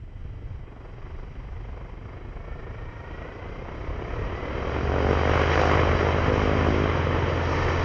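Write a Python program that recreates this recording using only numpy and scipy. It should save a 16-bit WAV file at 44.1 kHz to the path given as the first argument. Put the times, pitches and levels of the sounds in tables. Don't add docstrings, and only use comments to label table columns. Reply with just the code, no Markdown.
import sys
import numpy as np
from scipy import signal
from scipy.fft import rfft, irfft, next_fast_len
from scipy.io import wavfile
from scipy.ndimage import uniform_filter1d

SR = 44100
rng = np.random.default_rng(int(sys.argv[2]) if len(sys.argv) > 2 else 0)


def rack_gain(trim_db):
    fader = np.asarray(trim_db, float)
    return 10 ** (fader / 20)


def wrap_up_sound(samples):
    columns = np.atleast_2d(samples).T
    tamed = np.clip(columns, -1, 1)
    steps = np.round(tamed * 32767).astype(np.int16)
    wavfile.write(sys.argv[1], SR, steps)


N = 345744
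TIME = np.arange(N) / SR
STEP = 32
SLOW = TIME[::STEP]
SIZE = next_fast_len(N + 8192)
FREQ = np.arange(SIZE // 2 + 1) * SR / SIZE
FULL_HZ = 42
PINION_TEETH, WHEEL_TEETH, BLADES = 21, 51, 3


def curve(table):
    s, *columns = np.transpose(table)
    return [np.interp(TIME, s, c) for c in columns]


def shape_db(table, hz):
    f, db = np.transpose(table)
    return np.interp(np.log(np.maximum(hz, 1)), np.log(f), db)


def unit(x):
    return x / np.sqrt(np.mean(x ** 2))


def walk(rate):
    hold = int(SR / STEP / rate)
    levels = np.repeat(rng.standard_normal(len(SLOW) // hold + 1), hold)
    slewed = uniform_filter1d(uniform_filter1d(levels, hold), hold)
    return unit(slewed[:len(SLOW)])


def fine(slow):
    return np.interp(TIME, SLOW, slow)


def partial(turns, db, turn):
    return fine(rack_gain(db)) * np.cos(2 * np.pi * turns + fine(turn))


def band(spectrum, hz, octaves):
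    away = np.clip(np.log2(np.maximum(FREQ, 1) / hz) / octaves, -1, 1)
    return irfft(spectrum * np.cos(np.pi * away / 2) ** 2, SIZE)[:N]


# time in seconds, lift in dB, sign of the pressure pulse.
HARD_SLAPS = [(4.788, 1, -1), (5.0253, -1, -1), (5.1114, 2, 1), (5.1326, 1, 1), (5.1522, -2, -1),
              (5.1729, 0, -1), (5.2549, 1.5, -1), (5.2753, 2, -1), (5.3564, 0, -1), (5.417, 3.5, -1),
              (5.4368, 1.5, -1), (5.5169, -2, -1), (5.5373, -7, -1), (5.5569, 2, -1), (5.5766, 2, -1),
              (5.6162, 3, -1), (5.6362, 0, -1), (5.6557, 1, -1), (5.7351, 0, -1), (5.8135, -6, 1),
              (5.8341, 2, 1), (5.9725, -6, 1), (6.0111, 2.5, 1), (6.0684, 0, 1), (6.0878, 2, 1),
              (6.1267, -3, 1), (6.1656, 1, 1), (6.2432, -6, 1), (6.3011, -2, 1), (6.4182, 1.5, 1),
              (6.5147, -1, 1), (6.534, 1.5, 1), (6.6293, -1, 1), (6.668, 1, 1), (6.687, 4, 1),
              (6.706, 1, 1), (6.7443, -1, 1), (6.8205, 1, 1), (6.8964, 3, 1), (7.0708, 5, 1)]


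def arrival(passes):
    s = np.transpose(HARD_SLAPS)[0]
    late = np.interp(TIME, s, np.unwrap(-np.interp(s, TIME, passes), period=1))
    return passes + uniform_filter1d(late, SR // 5)


# partial of the blade rate, level in dB.
SLAP_TONE = [(1, -1), (2, -2), (3, -2), (4, -1), (5, 1.5), (7, .5), (10, 1.5), (14, -1), (24, 0), (32, -3),
             (45, -13)]
# time in seconds, level of one partial in dB.
SLAP_LEVEL = [(0, -69), (2.8, -64.5), (3.4, -64), (4.4, -55.5), (4.8, -44.5), (5.1, -39), (5.3, -42),
              (5.65, -41), (5.9, -38.5), (6.2, -42), (6.4, -42), (6.75, -42.5), (6.95, -47.5), (7.4, -51),
              (7.84, -57)]
# time in seconds, lift of the low partials in dB.
SLAP_DULL = [(0, 10), (3, 5), (4, 1.5), (5.1, -0.5), (5.55, -0.5), (5.8, 2.5), (6.15, 0), (6.3, 7),
             (6.8, 8), (6.95, 5), (7.15, 8.5), (7.4, 5), (7.84, -4.5)]
# time in seconds, lift in dB.
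CARRY = [(0, -10), (.2, -6), (.5, -2.5), (.85, 1.5), (1.3, 2.5), (2.3, 0), (3.2, 2), (4, 0.5), (4.45, 0),
         (4.95, 1), (5.35, 6), (5.55, 7.5), (5.75, 6), (5.95, 3), (6.9, 1.5), (7.4, 0), (7.7, 2.5),
         (7.84, 3)]
# time in seconds, centre in Hz, lift in dB.
ECHO_PEAK = [(4.6, 380, 2), (4.92, 400, 2.5), (5.0, 443, 4), (5.07, 400, 6), (5.12, 423, 12.5),
             (5.16, 450, 3), (5.22, 450, 5), (5.28, 475, 6), (5.36, 470, 6), (5.45, 384, 7),
             (5.6, 500, 10.5), (5.75, 516, 4), (5.9, 298, -10), (6.05, 448, 11), (6.12, 450, 6),
             (6.22, 500, -3), (6.31, 495, 16.5), (6.4, 520, 2), (6.49, 430, 10), (6.55, 480, 0),
             (6.65, 320, -3.5), (6.8, 397, 11), (6.95, 427, 6.5), (7.06, 480, 15), (7.15, 480, 5),
             (7.24, 450, 9), (7.3, 470, 12), (7.35, 560, 11), (7.45, 480, -1.5), (7.58, 470, 13.5),
             (7.63, 470, 9), (7.67, 470, 14), (7.72, 470, 10), (7.76, 470, 18), (7.84, 470, 8)]
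# time in seconds, lift in dB.
UPPER_LOBE = [(4.9, 5), (5.05, 2.5), (5.2, 7.5), (5.35, 10), (5.45, -4), (5.65, 10.5), (5.8, -1), (6.2, 3),
              (6.4, 4), (6.55, 4), (6.65, 5), (6.9, -0.5), (7.84, -3.5)]
# time in seconds, phase scatter in radians.
SMEAR = [(4.4, .15), (4.9, .6), (5.03, .2), (5.09, .7), (5.14, .2), (5.2, .4), (5.26, .1), (5.31, .7),
         (5.4, .1), (5.47, .6), (5.6, .1), (5.7, .8), (5.8, 1), (5.95, 1.1), (6.02, .2), (6.09, .3),
         (6.2, 1.2), (6.39, 1.3), (6.42, .6), (6.48, 1.3), (6.52, .2), (6.61, .9), (6.68, 0), (6.74, .2),
         (6.8, .8), (6.9, .1), (7.0, .9)]


def slaps(passes):
    s, lift_db, sign = np.transpose(HARD_SLAPS)
    near = np.exp(-((SLOW[:, None] - s) / .006) ** 2)
    calm = 1 - np.exp(-((SLOW[:, None] - s) / .04) ** 2).max(axis=1)
    passes = passes + fine(.003 * calm * walk(14))
    pass_hz = uniform_filter1d(np.gradient(passes[::STEP]) * SR / STEP, size=99)
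    roll = np.interp(SLOW, s, np.pi * (sign < 0)) + .3 * calm * walk(4)
    lead = 2.6

    mid_db, dull_db, carry_db = (curve(c)[0][::STEP] for c in (SLAP_LEVEL, SLAP_DULL, CARRY))
    low_db = mid_db + dull_db
    high_db = mid_db - 10.5 + .8 * np.maximum(carry_db, -3)
    echo_hz, echo_db = (c[::STEP] for c in curve(ECHO_PEAK))
    smear, upper_db = curve(SMEAR)[0][::STEP], curve(UPPER_LOBE)[0][::STEP]
    out = 0
    for k in range(1, 46):
        if k % 3 == 1:
            fade_db = min(.3 + .08 * k, 2.1) * walk(5)
            turn = roll + min(.05 + .02 * k, .45) * walk(5)
            turn = turn + np.clip((k - 5) / 11, 0, 1) * smear * walk(4)
        to_mid, to_high = np.interp(k, (5, 9), (0, 1)), np.interp(k, (11, 18), (0, 1))
        db = low_db + to_mid * (mid_db - low_db) + to_high * (high_db - mid_db)
        db = db + shape_db(SLAP_TONE, k) + fade_db
        db = db + upper_db * np.exp(-((k * pass_hz - 730) / 85) ** 2)
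        db = db + echo_db * np.exp(-((k * pass_hz - echo_hz) / 40) ** 2)
        phase = turn + lead * np.exp(-(k / 4.5) ** 2) - .0025 * smear * k * k
        out = out + partial(k * passes, db, phase)
    return np.sqrt(2) * out * fine(rack_gain(0.41 * walk(45) + near @ lift_db))


# level at full speed in dB, and growth in dB per doubling of speed.
RUSH_FULL_DB, RUSH_DB_PER_OCTAVE = (-26.5, -29.5, -51), (17.5, 20, 23)
# low, mid and treble in dB per squared doubling.
RUSH_BEND_DB = (-8.5, -4, 0)
CARRY_SHARE = (0.44, 1, 1.25)


def roar(crank_hz):
    octaves, carry_db = np.log2(crank_hz / FULL_HZ), curve(CARRY)[0]
    levels = []
    for db, rise, bend_db, share in zip(RUSH_FULL_DB, RUSH_DB_PER_OCTAVE, RUSH_BEND_DB, CARRY_SHARE):
        levels.append(db + rise * octaves + bend_db * octaves * (octaves + 1.1) + share * carry_db)
    return levels


# frequency in Hz, level in dB per Hz.
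RUSH_COLOUR = [(100, -7), (150, -2), (190, -9.5), (290, -4.5), (400, -1.5), (500, -2), (600, -4.5),
               (784, -10.5), (1130, -8), (1370, -12), (1610, -15), (2140, -14), (2600, -20)]
# frequency in Hz, lift in dB.
IDLE_TINT = [(100, -1), (200, 1.5), (300, 5.5), (570, -6), (800, 3.5), (1130, 0), (2260, -1.5), (4500, 0.5)]
# time in seconds, lift in dB.
SHEEN = [(0, 1), (4.9, 0), (5.25, -0.5), (5.45, -4), (5.55, -1), (5.68, -1), (5.8, -2.5), (6.5, -1),
         (7.2, -3), (7.4, 0), (7.5, 2), (7.84, -0.5)]


def slipstream(passes, low_db, mid_db, treble_db):
    throb = .68 - .0095 * np.gradient(passes) * SR
    puff = np.exp(throb * np.cos(2 * np.pi * passes - .5))
    puff = puff * fine(rack_gain(1.0 * walk(28)))
    colour = rack_gain(shape_db(RUSH_COLOUR, np.minimum(FREQ, 2500.)))
    puffed = rfft(unit(puff * rng.standard_normal(N)), SIZE) * colour
    even = rfft(unit(rng.standard_normal(N)), SIZE) * colour
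    scale = 1 / np.std(band(even, 400, 1.2))
    idle = np.clip(2 - np.gradient(passes[::STEP]) * SR / STEP / 16, 0, 1)
    flutter_db = curve(SHEEN)[0][::STEP] + 0.66 * walk(40)
    out, shared = 0, walk(3.9)
    for hz in 100 * 2 ** np.arange(0, 7, .5):
        to_mid, to_treble = np.clip(np.log2(hz / 500), 0, 1), np.clip(np.log2(hz / 2500), 0, 1)
        db = (1 - to_mid) * (low_db - 8.0) + to_mid * (1 - to_treble) * (mid_db - 3.5)
        db = db + to_treble * (treble_db + 19)
        shared = .6 * shared + .8 * walk(6)
        swell_db = 0.29 * shared + 0.53 * walk(30) + (hz > 3500) * flutter_db
        swell_db = swell_db + idle * shape_db(IDLE_TINT, hz)
        depth = np.clip(.9 - 0.56 * to_treble, 0, 1)
        mixed = depth * puffed + np.sqrt(1 - depth ** 2) * even
        out = out + rack_gain(db + fine(swell_db)) * band(mixed, hz, 0.57)
    return scale * out


# multiple of crank speed, level in dB.
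EXHAUST = [(1, -20), (1.5, -20), (2, 0), (2.5, -16), (3, -9), (3.5, -11), (4, -26), (6, -24)]
# crankshaft speed in Hz, level in dB.
DRONE_BY_SPEED = [(18.9, -54), (20.5, -50), (28, -48), (31, -41), (34.6, -34), (38.8, -27), (40, -26.3),
                  (42.3, -27.6)]


def exhaust(turns, crank_hz):
    out = 0
    for k, db in EXHAUST:
        out = out + partial(k * turns, db + .6 * walk(5), .2 * walk(6) + k * k)
    return rack_gain(np.interp(crank_hz, *np.transpose(DRONE_BY_SPEED))) * np.sqrt(2) * out


# time in seconds, level in dB.
WHINE = [(0, -77), (2, -67), (2.35, -64), (2.5, -59), (3.0, -57), (3.5, -56), (3.65, -61), (4.1, -58),
         (4.35, -52), (4.55, -53), (4.8, -56), (5.5, -53), (6.2, -60), (6.9, -56), (7.1, -47), (7.84, -45)]
# centre in Hz, width in Hz, level in dB.
HOUSING = [(935, 40, -2), (1400, 300, -3), (1960, 460, 0), (2350, 400, -12)]


def gear(turns, crank_hz):
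    speed_hz = crank_hz[::STEP]
    rattle = 2.95 - 2.55 * speed_hz / FULL_HZ
    out = 0
    for k in range(1, 7):
        for side, side_db in ((0, 1.5), (1, 2.5 if k == 1 else -5)):
            order = k * PINION_TEETH + side
            gain = 0
            for hz, width, db in HOUSING:
                gain = gain + rack_gain(db) / (1 + (2 * (order * speed_hz - hz) / width) ** 4)
            mesh_db = 20 * np.log10(gain) + side_db + 1.3 * walk(12)
            out = out + partial(order * turns, mesh_db, rattle * walk(75))
    out = out * (1 + .4 * partial(turns, 0 * SLOW, walk(8)))
    return rack_gain(curve(WHINE)[0]) * np.sqrt(2) * out


# frequency in Hz, level in dB per Hz.
BUFFET = [(12, -23.5), (22, 2), (60, 0), (110, -4.5), (160, -14), (230, -27), (400, -41)]
# time in seconds, lift in dB.
GUSTS = [(.04, -0.5), (.2, 1.5), (.7, -6), (.84, -4), (.98, -3), (1.09, 2), (1.83, -1.5), (2.1, 0),
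         (2.53, 1.5), (2.79, 3.5), (3.33, -5), (3.48, 2), (3.61, 1), (3.9, 3), (3.97, -0.5), (4.08, 3),
         (4.15, -1), (4.24, 9), (4.72, 2), (5.33, 5.5), (5.5, -2), (5.81, 3), (5.98, 7.5), (6.04, -7.5),
         (6.92, 6.5), (6.97, -4.5), (7.27, 0.5), (7.43, -7), (7.49, 5)]


def wind():
    lumps = rng.standard_normal(N) * fine(rack_gain(1.0 * walk(13)))
    thuds = irfft(rfft(lumps, SIZE) * rack_gain(shape_db(BUFFET, FREQ)), SIZE)[:N]
    s, lift_db = np.transpose(GUSTS)
    gust_db = np.exp(-((SLOW[:, None] - s) / 0.09) ** 2) @ lift_db
    breeze_db = -40 + 0.2 * SLOW
    return unit(thuds) * fine(rack_gain(breeze_db + gust_db + 2.5))


# time in seconds, crankshaft speed in turns per second (Hz).
CRANK = [(0.0, 18.86), (0.9, 19.0), (1.5, 19.45), (1.8, 19.87), (2.4, 21.11), (3.0, 22.17), (3.3, 23.37),
         (3.9, 26.68), (4.5, 32.37), (4.65, 34.59), (4.95, 37.45), (5.1, 38.49), (5.4, 40.08), (5.7, 41.0),
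         (6.0, 41.55), (6.25, 41.87), (7.0, 42.24), (7.84, 42.34)]


def scene():
    crank_hz = curve(CRANK)[0]
    turns = np.cumsum(crank_hz) / SR
    passes = arrival(turns * BLADES * PINION_TEETH / WHEEL_TEETH)
    aircraft = slaps(passes) + slipstream(passes, *roar(crank_hz))
    aircraft = aircraft + exhaust(turns, crank_hz) + gear(turns, crank_hz)
    return (aircraft + wind())[None]


def band_limit(x):
    return signal.sosfilt(signal.butter(12, 13300, fs=SR, output="sos"), x)


# frequency in Hz, level in dB.
MIC_TOP = [(1410, -30), (2400, 2), (2780, -4), (3140, -0.5), (3550, -15), (3960, -10.5), (4300, -19.5),
           (4570, -17), (4750, -8.5), (5170, -20.5), (5440, -12), (5700, -15), (6100, -19.5), (6700, -24.5),
           (7100, -34), (7830, -38.5), (10200, -73.5), (17200, -120)]
# time in seconds, level in dB.
OVERLOAD = [(4.919, -62), (5.1326, -44), (5.2549, -58), (5.3563, -35), (5.4169, -37), (5.5569, -43),
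            (5.632, -47), (5.637, -44), (5.643, -48), (6.633, -56), (6.64, -56), (6.662, -53), (6.668, -51)]


def record(dry):
    full_scale, top_hz = .366, 7980
    top_db = np.where(FREQ > 2500, shape_db(MIC_TOP, FREQ) - shape_db(MIC_TOP, 2500.), 0)
    heard = irfft(rfft(dry, SIZE) * rack_gain(top_db), SIZE)[:, :N]
    heard = np.clip(heard, -full_scale, full_scale)
    busy = np.clip(uniform_filter1d(np.abs(heard[0, ::STEP]), size=300) / .05, 0, 1)
    hiss = rfft(rng.standard_normal(N), SIZE) * rack_gain(-78.5) * (FREQ > 6500)
    spectrum = rfft(heard, SIZE) * (FREQ < top_hz) + hiss * (FREQ < 8300)
    heard = irfft(spectrum * (FREQ < 7100), SIZE)[:, :N] + rack_gain(-100) * rng.standard_normal(N)

    for hz in range(7100, 8300, 150):
        kept = walk(18) > 2.2 * busy - 2.5 + (hz - 7100) / 800
        strip = irfft(spectrum * (FREQ >= hz) * (FREQ < hz + 150), SIZE)[:, :N]
        heard = heard + fine(uniform_filter1d(1. 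* kept, size=12)) * strip

    for hz in 8500 + 3500 * rng.random((14, 2, 1)):
        kept = walk(24) > .6 + 7 * np.maximum(busy - .3, 0)
        level = uniform_filter1d(1. * kept, size=12) * np.where(SLOW < .93, 1, .6)
        patch = irfft(hiss * (np.abs(FREQ - hz) < 25).any(axis=0), SIZE)[:N]
        heard = heard + fine(level) * patch

    s, db = np.transpose(OVERLOAD)
    ticks = np.bincount(np.round(s * SR).astype(int), rack_gain(db), N)
    return band_limit(heard + ticks)


dry = scene()
out = record(dry)
wrap_up_sound(out)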